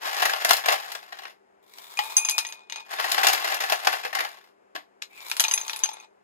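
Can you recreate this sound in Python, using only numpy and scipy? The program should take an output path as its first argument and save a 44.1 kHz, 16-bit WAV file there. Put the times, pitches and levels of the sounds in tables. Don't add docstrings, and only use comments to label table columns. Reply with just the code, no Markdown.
import sys
import numpy as np
from scipy import signal
from scipy.fft import rfft, irfft, next_fast_len
from scipy.io import wavfile
from scipy.ndimage import uniform_filter1d

SR = 44100
rng = np.random.default_rng(int(sys.argv[2]) if len(sys.argv) > 2 else 0)


def put_to_file(sound):
    columns = np.atleast_2d(sound).T
    safe = np.clip(columns, -1, 1)
    whole_steps = np.round(safe * 32767)
    wavfile.write(sys.argv[1], SR, whole_steps.astype(np.int16))


N = 274807

# air_db, low_db, upper_db (before each mode's own offset),
# and sharpness_db (extra treble in the crack and in the high wall modes)
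CUBE_STRIKES = [(1.9728, -31, -65.5, -22.5, -46.5, 7), (1.9902, -11.5, -9, -30.5, -51, -17),
                (2.168, -18.5, -51, -44, -11.5, -3.5), (2.1796, -20, -25.5, -23.5, -20, 1),
                (2.249, -20.5, -32, -28, -21, -10.5), (2.287, -15, -55, -57, -22.5, -8.5),
                (2.296, -24, -25, -47, -52, 22.5), (2.3095, -27, -37, -24, -28.5, 1),
                (2.3809, -12, -39, -51, -42, 7.5), (2.387, -13.5, -30.5, -29, -28, -2),
                (2.4495, -22, -32.5, -35, -45, -19), (2.467, -35, -33, -35, -33.5, -7.5),
                (2.488, -32, -47, -38.5, -43, -3), (2.524, -26.5, -34, -47, -42, -9),
                (2.698, -26, -46, -45, -41.5, -10), (2.7229, -21, -27, -39.5, -40, -12),
                (2.759, -23.5, -61, -36, -33.5, -13), (2.804, -33, -33, -52, -71, -20),
                (5.0222, -22, -53, -40.5, -63.5, -4), (5.205, -39, -70, -75, -70, -10),
                (5.271, -52, -60.5, -71.5, -64, -10), (5.2984, -33, -66, -51, -46, 9),
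                (5.3145, -15.5, -44, -26, -48, 3), (5.3672, -21.5, -31, -57, -42, 6.5),
                (5.397, -8, -30, -37.5, -19, -6), (5.4045, -12, -24, -40.5, -56, 13),
                (5.439, -11.5, -21, -23.5, -23.5, -7), (5.4494, -19.5, -18, -23, -55, 3),
                (5.482, -18.5, -53.5, -53, -26, -12), (5.512, -15, -47, -56, -19.5, -11.5),
                (5.538, -18, -61, -26.5, -16, -2), (5.577, -17.5, -38.5, -36, -26, -13),
                (5.613, -27.5, -47, -44, -31, -22), (5.649, -29.5, -39, -47.5, -50, -3),
                (5.68, -23, -42, -70, -29.5, -14), (5.6961, -18, -54, -27.5, -36, -5.5),
                (5.7324, -20, -23, -66, -48, -2), (5.7615, -26, -64, -52, -40, 3.5),
                (5.791, -37.5, -58, -79, -63, 19.5), (5.8359, -13.5, -39.5, -33.5, -16, -12.5),
                (5.858, -25, -22, -34, -53, -19), (5.89, -25.5, -23, -55, -56, -18),
                (5.933, -43, -39, -48, -39, -5), (6, -53, -39.5, -48, -49, -15)]


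def undb(db):
    return 10 ** (np.asarray(db) / 20)


def unit(x):
    return x / np.sqrt(np.mean(x ** 2))


def on_log(table, hz):
    table_hz, value = np.transpose(table)
    return np.interp(np.log(hz + 1), np.log(table_hz), value)


def colour(x, table):
    log_gain = np.log(undb(on_log(table, np.fft.rfftfreq(2048, 1 / SR))))
    cepstrum = irfft(log_gain)
    cepstrum[1:1024] *= 2
    cepstrum[1025:] = 0
    impulse = irfft(np.exp(rfft(cepstrum)))
    impulse = impulse / np.sqrt(np.sum(impulse ** 2))
    return signal.fftconvolve(x, [impulse], axes=1)[:, :N]


def split(x, hz):
    filters = [signal.butter(2, hz, kind, fs=SR, output="sos") for kind in ("low", "high")]
    return [signal.sosfilt(sos, x) for sos in filters]


def curves(tables):
    t = np.arange(N) / SR
    return sum(undb(np.interp(t, s, db, -200, -200)) for s, db in map(np.transpose, tables))


def bursts(rows, ms, treble_share, rise_ms):
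    out = np.zeros((2, N + SR))
    t_ms = np.arange(SR // 4) / SR * 1000
    rise = 1 - np.exp(-t_ms / rise_ms)
    for s, db, treble_db in rows:
        at = slice(int(s * SR), int(s * SR) + len(t_ms))
        out[0, at] += undb(db) * rise * np.exp(-t_ms / ms)
        out[1, at] += undb(db + treble_db) * rise * np.exp(-t_ms / (ms * treble_share))
    return out[:, :N]


def grains(rate, spread_db, ms):
    hit = rng.random(N) < rate / SR
    size = np.minimum(rng.exponential(size=N), 3)
    decay = np.exp(-1000 / (ms * SR))
    return unit(signal.lfilter([1], [1, -decay], hit * undb(spread_db * size)))


def ice_noise(env, table, split_hz):
    body, treble = (split(colour(e * rng.standard_normal((3, N)), table), split_hz)[k]
                    for k, e in enumerate(env))
    return body + treble


def ringing(x, body):
    return x + sum(undb(db) * signal.lfilter(*signal.iirpeak(hz, hz / width, SR), x)
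                   for hz, width, db in body)


def clacks(rows, t60):
    out, t = np.zeros((3, N + SR)), np.arange(SR // 10) / SR
    attack = np.clip(t / 0.00036, 0, 1)
    for (s, db, hz), phase in zip(rows, rng.random((len(rows), 3, 1))):
        note = np.sin(2 * np.pi * (hz * t + phase)) * undb(db - 60 * t / t60) * attack
        out[:, int(s * SR):int(s * SR) + len(t)] += note
    return out[:, :N]


def hush():
    # freq_hz, relative_db (per Hz)
    room_colour = [(60, -15), (150, -17.5), (400, 4), (800, -0.5), (2000, -10.5), (3500, -24),
                   (11000, -32.5), (15000, -49)]
    # pitch_hz, level_db
    appliance_tones = [(199.2, -76.5), (393.0, -66)]
    t = np.arange(N) / SR
    tones = sum(undb(db) * np.sin(2 * np.pi * (hz * t + rng.random())) for hz, db in appliance_tones)
    noise = undb(-62) * colour(rng.standard_normal((3, N)), room_colour)
    return noise + tones * [[1], [0], [0]]


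def ice_bin():
    # time_s, crunch_db
    digs = [
        [(0, -51), (.05, -33), (.24, -36), (.39, -35), (.6, -36.5), (.72, -28), (.8, -38.5), (1.07, -54.5),
         (1.22, -49.5), (1.33, -58)],
        [(2.85, -56), (2.93, -35.5), (3.3, -23.5), (3.42, -31.5), (3.7, -33.5), (3.82, -40), (3.96, -36.5),
         (4.1, -47), (4.27, -39), (4.36, -52.5), (4.52, -67.5)],
    ]
    # start_s, knock_db (before the grain), treble_over_knock_db, pitch_hz
    knock_rows = np.array([(0.166, -22, 4.5, 1890), (0.198, -17.5, 7.5, 1790), (0.22, -10.5, 6, 2860),
                           (0.228, -16.5, 10, 746), (.253, -9.5, 10.5, 1900), (0.295, -14.5, 6, 1610),
                           (0.332, -16.5, -1, 1404), (0.447, -8, 10.5, 1755), (0.491, -13, 15, 3940),
                           (.506, -3.5, 9, 730), (0.532, -15.5, 17, 617), (0.566, -36.5, 31, 1820),
                           (.638, -23.5, -13, 720), (0.658, -16, 9, 1670), (.684, -5.5, 1, 718),
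                           (.706, -27.5, 3, 710), (.723, -11.5, 9, 605), (0.741, -24.5, -6, 1670),
                           (0.918, -31.5, 17.5, 880), (0.949, -24, 7, 1640), (1.123, -24.5, -4, 1870),
                           (1.187, -30, 4, 2890), (1.233, -30, 2, 2860), (1.252, -27.5, -8, 1840),
                           (2.927, -23, 0, 1900), (2.985, -17.5, -16, 744), (3.043, -21.5, 2.5, 1900),
                           (3.101, -24.5, 11.5, 1940), (3.116, -23, 21, 3100), (3.179, -10, -0.5, 760),
                           (3.232, -12, 6.5, 1990), (3.268, -10.5, 14, 2340), (3.283, -20.5, 19, 720),
                           (3.329, -18.5, 18.5, 2330), (3.353, -30.5, 12, 720), (3.444, -15, 5.5, 1970),
                           (3.521, -23, -0.5, 2400), (3.543, -22.5, 14.5, 805), (3.604, -22, 8.5, 706),
                           (3.636, -21.5, 2.5, 1900), (3.698, -20.5, 9, 1600), (3.722, -9, 7, 655),
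                           (3.847, -25, 11, 1900), (3.87, -3.5, 3, 757), (3.928, -14, 4.5, 1540),
                           (4.035, -24, 3, 2500), (4.049, -15, -1, 506), (4.128, -20, -1, 1810),
                           (4.149, -13, 8.5, 2090), (4.168, -18, -5.5, 750), (4.187, -12, 0, 1840),
                           (4.204, -14, 3.5, 2006), (4.248, -21, -9, 1694), (4.75, -22, 0.5, 314),
                           (4.759, -22, -2, 750)])
    # freq_hz, relative_db (per Hz)
    bin_colour = [(60, -57.5), (150, -54), (300, -16.5), (700, 1.5), (1700, -2), (5000, -7), (8000, -18),
                  (14000, -13.5), (16000, -33)]
    # freq_hz, width_hz, added_db
    bin_body = [(346, 17, -8.5), (714, 45, 1), (1098, 24, 4), (1720, 140, 0), (2017, 77, -2.5)]
    dig = curves(digs)
    crunch = dig * grains(rate=450, spread_db=3.0, ms=3.5)
    knocks = bursts(knock_rows[:, :3], ms=5.0, treble_share=0.6, rise_ms=3.5)
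    heap = 1.0 + 1.19 * grains(rate=900, spread_db=2.5, ms=1.0)
    noise = ice_noise(crunch + knocks * heap / 2, bin_colour, split_hz=4000)

    when, pitch, size = rng.random((1400, 3)).T
    small = np.transpose([when * N / SR, -6 + 8 * size, 800 * 5 ** pitch])
    knock_notes = clacks(knock_rows[:, [0, 1, 3]], t60=.05) * undb(-8.5)
    notes = knock_notes + dig * clacks(small, t60=.022)
    return ringing(noise, bin_body) + split(notes, 350)[1]


def squeak():
    # time_s, pitch_hz, level_db (before the roughness)
    bends = [(5.099, 2270, -62.5), (5.14, 2425, -53), (5.163, 2640, -60), (5.177, 2383, -45),
             (5.23, 2277, -55.5), (5.29, 2320, -63)]
    s, hz, db = np.transpose(bends)
    t = np.arange(N) / SR
    rough = unit(uniform_filter1d(rng.standard_normal((3, N)), size=80))
    gain = undb(np.interp(t, s, db, -200, -200))
    tone = np.sin(2 * np.pi * np.cumsum(np.interp(t, s, hz)) / SR)
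    return gain * (1.5 + rough) * tone


def sliding():
    # time_s, slide_db (before the grain)
    slides = [
        [(1.625, -74), (1.66, -69), (1.81, -52.5), (1.95, -51), (2.05, -43.5), (2.4, -51.5), (2.55, -57),
         (2.68, -69.5), (2.8, -47), (2.86, -81)],
        [(5.03, -80), (5.17, -58), (5.25, -50), (5.5, -44.5), (5.9, -51.5), (6.05, -59.5)],
    ]
    # freq_hz, relative_db (per Hz)
    slide_colour = [(150, -41.5), (400, -4.5), (900, -4.5), (1650, -3), (3500, -9), (8000, -7.5),
                    (15300, -5.5), (16000, -38)]
    # freq_hz, width_hz, added_db
    scoop_body = [(1000, 300, 13.5), (2210, 230, 9), (3620, 460, 14.5)]
    # freq_hz, width_hz, added_db
    glass_hum = [(885, 45, 20), (2460, 40, 18.5)]
    # from_s, to_s
    pours = [(2.0, 2.85), (5.36, 6.05)]
    scoop_empty = [2.54, 5.8]
    open_treble_db, glass_treble_db, dulls_in_s = 2, -36, 0.035
    t = np.arange(N) / SR
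    settled = sum(np.clip((t - s) / dulls_in_s, 0, 1) * (t < s + 1) for s in scoop_empty)
    treble = undb(open_treble_db + (glass_treble_db - open_treble_db) * settled)
    slide = curves(slides) * (0.27 + grains(rate=320, spread_db=4.0, ms=2.0) / 2)
    rubbing = ice_noise(slide * [np.ones(N), treble], slide_colour, split_hz=6000)
    in_glass = rubbing * curves([[(a, 0), (b, 0)] for a, b in pours])
    hum = ringing(in_glass, glass_hum) - in_glass
    return ringing(rubbing, scoop_body) + hum


def cracking():
    # start_s, crack_db, extra_treble_db
    ticks = [(1.737, -40, 6), (1.7846, -33, 5), (5.0194, -30.5, -7), (5.177, -46, 14), (5.205, -42, -10),
             (5.27, -49, -10), (5.284, -39.5, 16.5), (5.2988, -29.5, 0)]
    # freq_hz, relative_db (per Hz)
    crack_colour = [(150, -49), (400, -5.5), (900, 12), (2000, 8), (4000, 12.5), (8000, 0.5), (14500, -2.5),
                    (16000, -35)]
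    rows = np.vstack([np.array(CUBE_STRIKES)[:, [0, 1, -1]], ticks])
    start_s, crack_db, extra_treble_db = rows.T
    hits = np.transpose([start_s, crack_db, 0.5 + extra_treble_db])
    cracks = bursts(hits, ms=1.8, treble_share=0.81, rise_ms=0.27)
    pitch_hz = 1914 * 3 ** rng.random((len(rows), 2))
    notes = sum(clacks(np.transpose([start_s, crack_db - 11.5, hz]), t60=0.028) for hz in pitch_hz.T)
    return ice_noise(cracks, crack_colour, split_hz=7000) + split(notes, 800)[1]


def tumbler():
    # time_s, pitch_hz
    air_column = [(1.98, 835), (2.3, 878), (2.7, 907.5), (5.3, 887), (6.1, 867)]
    wall_hz = [2472, 4975, 6303, 6373, 8936, 10505, 11180, 15275]
    # change_db, loaded_t60_s
    wall = [(-2, 1, 9, 0.037), (-6, .056, -8.5, 0.066), (10, 0.036, -5.5, 0.035), (-8.5, 0.054, 8, 0.057),
            (2, 0.14, -2.5, .05), (-4, 0.097, 1, 0.062), (-18.5, .067, 18.5, 0.082),
            (-14, 0.057, -13, 0.0383)]
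    fills = [2.45, 3.3]
    flutter_depth = [1.6, 3.6]
    rows, t, out = np.array(CUBE_STRIKES), np.arange(N) / SR, 0
    last = np.maximum(np.searchsorted(rows[:, 0], t) - 1, 0)
    since = np.where(t > rows[0, 0], t - rows[last, 0], 10)
    loaded = np.interp(t, fills, [0, 1])
    air_db, low_db, upper_db, sharp_db = rows[last, 2:].T

    # pitch_hz, struck level_db, t60_s
    modes = [(np.interp(t, *np.transpose(air_column)), air_db - 6.5, 0.1)]
    modes.append((14660 * np.ones(N), air_db - 23.5, .07))
    for k, (hz, (db, t60, change_db, loaded_t60)) in enumerate(zip(wall_hz, wall)):
        struck_db = (upper_db if k else low_db) + sharp_db * (hz > 8000)
        level_db = struck_db + db + change_db * loaded
        modes.append((hz * np.ones(N), level_db, t60 + (loaded_t60 - t60) * loaded))

    for hz, db, t60 in modes:
        env = uniform_filter1d(undb(db - 60 * since / t60), size=24)
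        flutter = unit(uniform_filter1d(rng.standard_normal(N), size=400))
        env *= undb(np.interp(t, fills, flutter_depth) * flutter)
        touched_hz = hz * (1 + .002 * rng.standard_normal(len(rows))[last])
        out = out + env * np.sin(2 * np.pi * (np.cumsum(touched_hz) / SR + rng.random()))
    return split(out, 500)[1]


def kitchen(x, wet_db, t60):
    # freq_hz, difference_db
    left_over_right = [(100, 2), (250, .5), (700, 5), (2400, 3), (5000, 5.5), (8100, 2.5), (10000, .3)]
    # freq_hz, share
    alike_share = [(60, .3), (150, .8), (700, .75), (2000, .55), (5500, .5), (7500, .75), (9500, .94)]
    # freq_hz, lead_rad
    left_lead = [(0, 0), (520, 2.9), (780, 1.8), (1210, 3.5), (2240, 4.5), (3270, 8.2), (5250, 10.7),
                 (6890, 6.6), (11600, -.4), (15000, -6.2)]
    size = next_fast_len(N + SR)
    hz, t = np.fft.rfftfreq(size, 1 / SR), np.arange(SR // 2) / SR
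    tail = undb(wet_db - 60 * t / t60) * np.clip(t / 0.0038, 0, 1) * rng.standard_normal((3, len(t)))
    tail[:, 0] = 1
    shared, *own = rfft(tail, size) * rfft(x, size)
    alike = on_log(alike_share, hz)
    side = np.array([[.5], [-.5]])
    turn = np.exp(1j * side * np.interp(hz, *np.transpose(left_lead)))
    ports = np.sqrt(alike) * shared * turn + np.sqrt(1 - alike) * np.array(own)
    return irfft(ports * undb(side * on_log(left_over_right, hz)), size)[:, :N]


def scene():
    background = kitchen(hush(), wet_db=-58.5, t60=0.27)
    far = kitchen(ice_bin(), wet_db=-31.0, t60=0.18)
    close = kitchen(squeak() + sliding() + cracking(), wet_db=-27.5, t60=0.11)
    glass = kitchen(tumbler() * [[1], [0], [0]], wet_db=-40.0, t60=0.24)
    return background + far + close + glass


def record(dry):
    thin = split(dry, 70.)[1]
    return signal.sosfilt(signal.ellip(8, .2, 70, 15800, fs=SR, output="sos"), thin)


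dry = scene()
out = record(dry)
put_to_file(out)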